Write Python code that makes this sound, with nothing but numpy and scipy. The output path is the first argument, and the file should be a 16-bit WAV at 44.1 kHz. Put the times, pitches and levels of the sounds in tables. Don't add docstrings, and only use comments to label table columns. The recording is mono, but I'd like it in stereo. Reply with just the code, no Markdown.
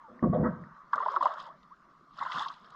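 import sys
import numpy as np
from scipy import signal
from scipy.fft import rfft, irfft, next_fast_len
from scipy.io import wavfile
from scipy.ndimage import uniform_filter1d, map_coordinates

SR = 44100
rng = np.random.default_rng(int(sys.argv[2]) if len(sys.argv) > 2 else 0)


def transcribe(u):
    v = np.clip(np.atleast_2d(u).T, -1, 1)
    q = np.round(v * 32767).astype(np.int16)
    wavfile.write(sys.argv[1], SR, q)


def gain_from_db(level_db):
    decades = np.asarray(level_db, float) / 20
    return 10 ** decades


N = 121275
OFF_DB = -120

# (time [s], level [dB])
WASH_LEVEL = [(0, -56.5), (.9, -56.5), (1.13, -44.5), (1.58, -61), (2.15, -63), (2.37, -43.5),
              (2.55, -59.5), (2.75, -53.5)]
# (frequency [Hz], density [dB])
WASH_SPECTRUM = [(110, -100), (210, -33), (350, -14), (640, -6), (810, -9), (1170, 9), (1520, -4.5),
                 (2250, -16.5), (2700, -36), (4000, -98.5)]
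RUMBLE_SPECTRUM = [(22, -13), (56, -11), (103, -25.5), (155, -2.5), (400, -17), (520, -49), (880, -120)]
HISS_SPECTRUM = [(1800, -27.5), (2500, -5.5), (5300, -4.5), (6700, -10.5), (8700, -25.5), (13400, -26),
                 (14000, -94)]
RUMBLE_DB, HISS_OVER_RUMBLE_DB = -67.5, -12.5

# (time [s], level [dB])
TICKS = [(0.1925, -37.5), (0.6374, -39)]
SCUFF = [(.343, -63.5)]
# (frequency [Hz], density [dB])
SCUFF_SPECTRUM = [(2500, -64), (3250, -9), (3750, -12.5), (4600, -63)]
TICK_HZ, TICK_T60_S, TICK_ATTACK_S = 1837, 0.0098, 0.0012

# (time [s], boom level [dB], body over boom [dB], rasp over boom [dB])
DRAG = [(0.08, -72, 13, -4), (0.112, -53, -5.5, -11), (0.222, -61, -5, -18.5), (0.228, -30, 0.5, -2.5),
        (0.244, -23, -12, -8.5), (0.274, -20.5, -12.5, -32.5), (0.306, -24, -32, -27),
        (0.325, -31, -26, -24), (0.332, -27, -1, -7), (0.354, -32, 4, -5.5), (0.426, -20.5, -12, -34),
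        (0.442, -27.5, -11.5, -3.5), (0.472, -28, -6, -6), (0.518, -34, -13, -15.5), (0.552, -44, -10, -6),
        (0.62, -41, -19.5, -24), (0.784, -72, -16, 11.5)]
# (time [s], boom tilt to its lowest mode [dB], rasp tilt to its upper modes [dB])
CONTACT = [(0.257, -7, -6), (0.286, 5, -4), (.36, -0.5, -5), (.43, -4.5, 2.5), (.52, 3.5, 3), (.6, 4, 6.5)]
# (frequency [Hz], width [Hz], level [dB])
BOOM_MODES = [(166.7, 67, 5), (236.4, 74, 4.5), (334.2, 50, -2)]
BODY_MODES = [(507.7, 66, -0.5), (613, 87, -3), (683, 31, -8.5)]
RASP_MODES = [(1111.5, 56, 7.5), (956, 130, 0.5), (1280, 100, 1), (1530, 90, -4), (1674, 37, -5.5),
              (1888, 100, -8)]
# (frequency [Hz], density [dB])
SWAY_SPECTRUM = [(13, -73.5), (30, -26), (50, -24.5), (120, -17.5), (260, -120)]
# (time [s], level [dB])
BUMPS = [(0.944, -55), (2.199, -53.5), (2.344, -48), (2.369, -56.5)]
SWAY_UNDER_BOOM_DB, BUMP_T60_S, MOUNT_TOP_HZ = -16.5, 0.19, 2250

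# (time [s], gurgle level [dB], deep bubbles over gurgle [dB])
CHURN = [
    [(0.92, -101.5, -16), (0.934, -16, -37.5), (0.96, -35.5, -12), (1.14, -41.5, -3.5),
     (1.192, -49.5, -3.5), (1.252, -34.5, -2.5), (1.34, -39, -14), (1.4, -39.5, -21.5), (1.542, -56, -7),
     (1.62, -100, 15.5)],
    [(2.14, -65.5, -17), (2.21, -34.5, -24.5), (2.308, -36, -20.5), (2.41, -30, -27.5), (2.474, -39.5, -47),
     (2.6, -58, -29)],
]
# (time [s], level [dB])
SPRAY_LEVEL = [
    [(0.92, -82), (0.93, -67.5), (1.164, -58.5), (1.192, -70), (1.228, -53.5), (1.362, -67), (1.396, -56),
     (1.47, -67), (1.5, -78), (1.7, -102)],
    [(2.08, -94), (2.19, -56.5), (2.29, -58), (2.33, -49), (2.424, -45.5), (2.47, -57.5), (2.604, -70),
     (2.75, -71)],
]
# (frequency [Hz], density [dB])
GURGLE_SPECTRUM = [(200, -53.5), (560, -24), (859, -10), (1020, 2.5), (1260, -3.5), (1740, -13.5),
                   (1990, -17.5), (2400, -42), (5280, -120)]
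DEEP_SPECTRUM = [(200, -31.5), (290, -21.5), (600, 6.5), (800, -1.5), (1040, -33), (1760, -120)]
SPRAY_SPECTRUM = [(1000, -96), (2400, -11), (3340, -1.5), (4350, -7.5), (5150, -7), (5900, -19.5),
                  (6500, -16.5), (8600, -35.5), (13400, -63.5), (14000, -120)]
MIST_DB, MIST_GROWS, MIST_HZ = -15, 0.34, 4230
# (time [s], relative level [dB], starting pitch [Hz], t60 [s])
BUBBLES = [(0.934, -16, 1120, 0.022), (0.96, -29, 1150, 0.024), (0.979, -23.5, 1150, 0.034),
           (1.002, -26, 1017, 0.064), (1.026, -29.5, 1150, 0.082), (1.06, -19.5, 963, 0.029),
           (1.083, -17.5, 1016, 0.024), (1.138, -31.5, 982, 0.088), (1.162, -16, 1270, 0.027),
           (1.166, -19, 1078, 0.037), (1.208, -16.5, 984, 0.03), (1.225, -18.5, 1142, 0.03),
           (1.256, -13.5, 993, 0.032), (1.266, -22, 1147, 0.03), (1.307, -34.5, 1099, 0.088),
           (1.375, -35, 1052, 0.027), (2.186, -28.5, 1280, 0.017), (2.203, -36, 1295, .02),
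           (2.223, -43, 2000, 0.056), (2.318, -38.5, 1946, .035), (2.261, -34, 1020, 0.044),
           (2.211, -28, 1077, 0.055), (2.224, -25.5, 910, 0.023), (2.313, -37, 968, 0.04),
           (2.344, -26, 1082, 0.014), (2.377, -24, 1051, 0.015), (2.404, -33, 865, 0.067),
           (2.419, -28.5, 1112, 0.039), (2.458, -30.5, 1076, 0.055), (2.501, -34.5, 1106, 0.047)]
BUBBLE_RISE, BUBBLE_ATTACK_S = 0.067, 0.0013
TWIN_SPREAD, TWIN_LAG_S = 0.17, 0.005945
# (time [s], level [dB], starting pitch [Hz], t60 [s], half the pitch gain over a t60 [1])
GLIDES = [(0.031, -32.5, 951, .12, -.15), (0.955, -40, 553.5, 0.17, -0.27), (1.113, -28.5, 473, .06, .05),
          (1.166, -26.5, 387, 0.059, -0.1), (1.198, -33, 307, 0.11, -0.093), (1.257, -33, 556, 0.057, -0.9),
          (1.283, -19.5, 533, 0.047, 0.72), (1.315, -33, 597, 0.11, .05), (1.458, -28, 1020, 0.075, -0.27),
          (1.474, -28.5, 780, 0.26, 1.7), (1.703, -26, 846, .2, 1.62)]
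GLIDE_ATTACK, BURST_HZ = 0.15, 1260
# (time [s], low-band level [dB], sizzle above the split over it [dB])
SLAPS = [(0.9326, -44, -16.5), (0.957, -48, -4), (1.1191, -58.5, 3), (1.1574, -46.5, -23),
         (1.2309, -43.5, -8), (1.2514, -46, -7), (1.338, -48.5, -9), (1.4014, -43.5, -14),
         (1.4246, -57, -1.5), (1.4675, -55, -8), (1.6307, -58.5, -24), (2.1898, -46, -34.5),
         (2.3194, -33.5, -27), (2.4835, -34.5, -29.5), (2.5392, -46.5, -18), (2.6453, -50.5, -22),
         (2.7036, -57, -4)]
SLAP_T60_S, SPLIT_HZ = 0.03, 5700

# (frequency [Hz], level difference [dB])
PAN = [(240, -3.5), (970, 4), (1550, 1.5), (2460, 6), (3700, 8.5), (5200, -5.5), (8500, 9), (12500, 8.5)]
HULL_PAN = [(40, -4), (90, 3), (125, -12.5), (170, -10), (240, -12.5), (320, 9.5), (470, -2), (1320, 0.5)]
# (frequency [Hz], phase [rad])
LEAD = [(200, 0), (1460, .25), (2070, 0), (2410, -2.4), (2670, -1.4), (3360, -.5), (4050, -.6),
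        (4910, -3.2), (6200, -3)]
HULL_LEAD = [(55, 1), (110, -2), (260, 0.93), (780, 0.6), (1210, 0.42), (2150, -1)]
# (frequency [Hz], correlation [1])
WATER_ALIKE = [(250, 0.88), (1200, 1), (2500, 0.84), (5000, 0.21), (9000, 0.42)]
AIR_ALIKE = [(300, 0.3), (1000, 0.89), (2000, 0.69), (4000, 0.27)]
HULL_ALIKE = [(35, 1), (80, 0.25), (170, 0.98), (300, 0.3), (1000, 1)]
WATER_PLACE = PAN, LEAD, WATER_ALIKE
AIR_PLACE = PAN, LEAD, AIR_ALIKE
HULL_PLACE = HULL_PAN, HULL_LEAD, HULL_ALIKE


def unit(x):
    return x / np.sqrt(np.mean(x ** 2) + 1e-20)


def along(points, hz):
    f, v = np.transpose(points)
    return np.interp(np.log(hz + 1), np.log(f + 1), v)


def levels(*tables):
    t = np.arange(N) / SR
    gains = 0
    for rows in tables:
        s, first, *rest = np.transpose(rows)
        columns = [first] + [first + r for r in rest]
        gains = gains + gain_from_db([np.interp(t, s, c, OFF_DB, OFF_DB) for c in columns])
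    return gains


def filtered(x, response):
    m = next_fast_len(N + 8192)
    return irfft(rfft(x, m) * response(np.fft.rfftfreq(m, 1 / SR)), m)[..., :N]


def shape(spectrum):
    return lambda hz: gain_from_db(along(spectrum, hz))


def resonant(modes):
    def response(f):
        total = sum(gain_from_db(db) * (1j * f * w / (c * c - f * f + 1j * f * w)) ** 2 for c, w, db in modes)
        return total / (1 + (f / MOUNT_TOP_HZ) ** 14)
    return response


def ports(pair, colour, pan, lead, alike):
    def response(hz, side):
        turn = np.arccos(np.clip(along(alike, hz), 0, 1)) / 2
        tilt = gain_from_db(side * along(pan, hz) / 2) * np.exp(0.5j * side * along(lead, hz))
        return colour(hz) * tilt * [np.cos(turn), side * np.sin(turn)]
    both = np.array([filtered(pair, lambda hz: response(hz, side)).sum(0) for side in (1, -1)])
    return both / np.sqrt(np.mean(both.mean(0) ** 2))


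def scaled(pair, *setting):
    return ports(pair, *setting) * np.sqrt(np.mean(pair[0] ** 2))


def chirps(s, size, hz, t60, rise, attack):
    t = np.arange(int(np.max(t60) * SR)) / SR
    s, size, hz, t60 = (np.reshape(v, (-1, 1)) for v in (s, size, hz, t60))
    envelope = size * gain_from_db(-60 * t / t60) * (1 - np.exp(-t / attack)) ** 2
    wave = envelope * np.sin(2 * np.pi * hz * t * (1 + rise * t / t60))
    at = np.round(s * SR).astype(int) + np.arange(len(t))
    return np.bincount(at.ravel(), wave.ravel(), N + len(t))[:N]


def grains(count, lo_hz, hi_hz, cycles, scatter_db, rise, hiss):
    streams = []
    for u, noise in zip(rng.random((2, count, 3)), rng.standard_normal((2, N))):
        s = u[:, 0] * N / SR
        hz = lo_hz * (hi_hz / lo_hz) ** u[:, 1]
        size = hz * gain_from_db(-scatter_db * np.log(1 - u[:, 2]))
        tones = chirps(s, size, hz, cycles / hz, rise, 2.3 / hz[:, None])
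        streams.append(unit(tones) + hiss * noise)
    return np.array(streams)


def puffs(rows, t60):
    s, db = np.transpose(list(rows))
    starts = np.bincount(np.round(s * SR).astype(int), gain_from_db(db), N)
    return rng.standard_normal((2, N)) * signal.lfilter([1], [1, -gain_from_db(-60 / t60 / SR)], starts)


def patchy_noise():
    z = signal.stft(rng.standard_normal((4, N)), nperseg=512)[2]
    field = uniform_filter1d(rng.standard_normal(z.shape[1:]), 5, 0)
    field = uniform_filter1d(field, 8, 1)
    patch_db = 2.58 * unit(field)
    return signal.istft(z * gain_from_db(patch_db), nperseg=512)[1][:, :N]


def air():
    noise = patchy_noise()

    def floor_colour(hz):
        rumble = unit(shape(RUMBLE_SPECTRUM)(hz))
        return rumble + gain_from_db(HISS_OVER_RUMBLE_DB) * unit(shape(HISS_SPECTRUM)(hz))
    wash = levels(WASH_LEVEL) * ports(noise[:2], shape(WASH_SPECTRUM), *AIR_PLACE)
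    return wash + gain_from_db(RUMBLE_DB) * ports(noise[2:], floor_colour, *AIR_PLACE)


def reel():
    s, db = np.transpose(TICKS)
    each = np.ones(len(s))
    ticks = chirps(s, gain_from_db(db + 7.0), TICK_HZ * each, TICK_T60_S * each, rise=0, attack=TICK_ATTACK_S)
    return ticks + scaled(puffs(SCUFF, t60=0.12), shape(SCUFF_SPECTRUM), *WATER_PLACE)


def slips():
    flutter_db = 0.5 * map_coordinates(rng.standard_normal(N // 150 + 4), [np.arange(N) / 150])
    return rng.standard_normal((2, N)) * gain_from_db(flutter_db)


def hull():
    boom, body, rasp = levels(DRAG)
    s, *columns = np.transpose(CONTACT)
    low, upper = gain_from_db([np.interp(np.arange(N) / SR, s, c) for c in columns])
    parts = [
        (boom * low / 2, BOOM_MODES[:1]),
        (boom / low / 2, BOOM_MODES[1:]),
        (body, BODY_MODES),
        (rasp / upper / 2, RASP_MODES[:1]),
        (rasp * upper / 2, RASP_MODES[1:]),
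    ]
    drag = sum(gain * ports(slips(), resonant(modes), *HULL_PLACE) for gain, modes in parts)
    sway = gain_from_db(SWAY_UNDER_BOOM_DB) * boom * ports(slips(), shape(SWAY_SPECTRUM), *HULL_PLACE)
    bumps = scaled(puffs(BUMPS, BUMP_T60_S), resonant(BOOM_MODES), *HULL_PLACE)
    return drag + sway + bumps


def churned_water():
    gurgle, deep = levels(*CHURN)
    small = grains(count=1600, lo_hz=630.0, hi_hz=2504, cycles=18, scatter_db=1.0, rise=0.1, hiss=0.79)
    large = grains(count=300, lo_hz=335.4, hi_hz=817, cycles=31, scatter_db=0.5, rise=0.18, hiss=0.61)
    out = gain_from_db(-4.5) * gurgle * ports(small, shape(GURGLE_SPECTRUM), *WATER_PLACE)
    return out + deep * ports(large, shape(DEEP_SPECTRUM), *WATER_PLACE)


def spray_and_mist():
    spray = levels(*SPRAY_LEVEL)
    fine = grains(count=14000, lo_hz=2268, hi_hz=14900, cycles=27, scatter_db=3.5, rise=0.068, hiss=0.28)

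    def mist_colour(f):
        return shape(SPRAY_SPECTRUM)(f) * (f / MIST_HZ) ** 3 / (1 + f / MIST_HZ)
    mist = ports(rng.standard_normal((2, N)), mist_colour, *WATER_PLACE)
    mist_gain = gain_from_db(MIST_DB) * spray * (spray / spray.max()) ** MIST_GROWS
    return spray * ports(fine, shape(SPRAY_SPECTRUM), *WATER_PLACE) + mist_gain * mist


def single_bubbles():
    s, db, hz, t60 = np.transpose(BUBBLES)
    big = chirps(s, gain_from_db(db + 6.5), hz, t60, BUBBLE_RISE, BUBBLE_ATTACK_S)
    u = rng.uniform(-1, 1, (len(s), 2))
    twin_s = s + TWIN_LAG_S * abs(u[:, 0])
    twin_hz = hz * (1 + TWIN_SPREAD * (u[:, 1] + np.sign(u[:, 1])) / 2)
    big = big + chirps(twin_s, gain_from_db(db - 1), twin_hz, t60, BUBBLE_RISE, BUBBLE_ATTACK_S)

    s, db, hz, t60, rise = np.transpose(GLIDES)
    glides = chirps(s, gain_from_db(db), hz, t60, rise[:, None], GLIDE_ATTACK * t60[:, None])
    big = big + filtered(glides, lambda f: 1 / (1 + (f / BURST_HZ) ** 20))
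    tones = scaled(np.array([big, 0 * big]), lambda f: 1 / (1 + (230 / (f + 1)) ** 8), *WATER_PLACE)
    bursts = puffs([row[:2] for row in BUBBLES], t60=0.021)
    return tones + gain_from_db(-13.5) * scaled(bursts, shape(GURGLE_SPECTRUM), *WATER_PLACE)


def slaps():
    s, db, sizzle_db = np.transpose(SLAPS)
    out = 0
    for level_db, slope in [(db, -8), (db + sizzle_db, 8)]:
        def band(f):
            return shape(SPRAY_SPECTRUM)(f) / (1 + (SPLIT_HZ / (f + 1)) ** slope)
        out = out + gain_from_db(-4.5) * scaled(puffs(zip(s, level_db), SLAP_T60_S), band, *WATER_PLACE)
    return out


def splash():
    return churned_water() + spray_and_mist() + single_bubbles() + slaps()


def scene():
    return air() + reel() + hull() + splash()


def roll_off(x):
    return signal.sosfilt(signal.butter(12, 13500, fs=SR, output="sos"), x)


def record(dry):
    return roll_off(dry)


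dry = scene()
out = record(dry)
transcribe(out)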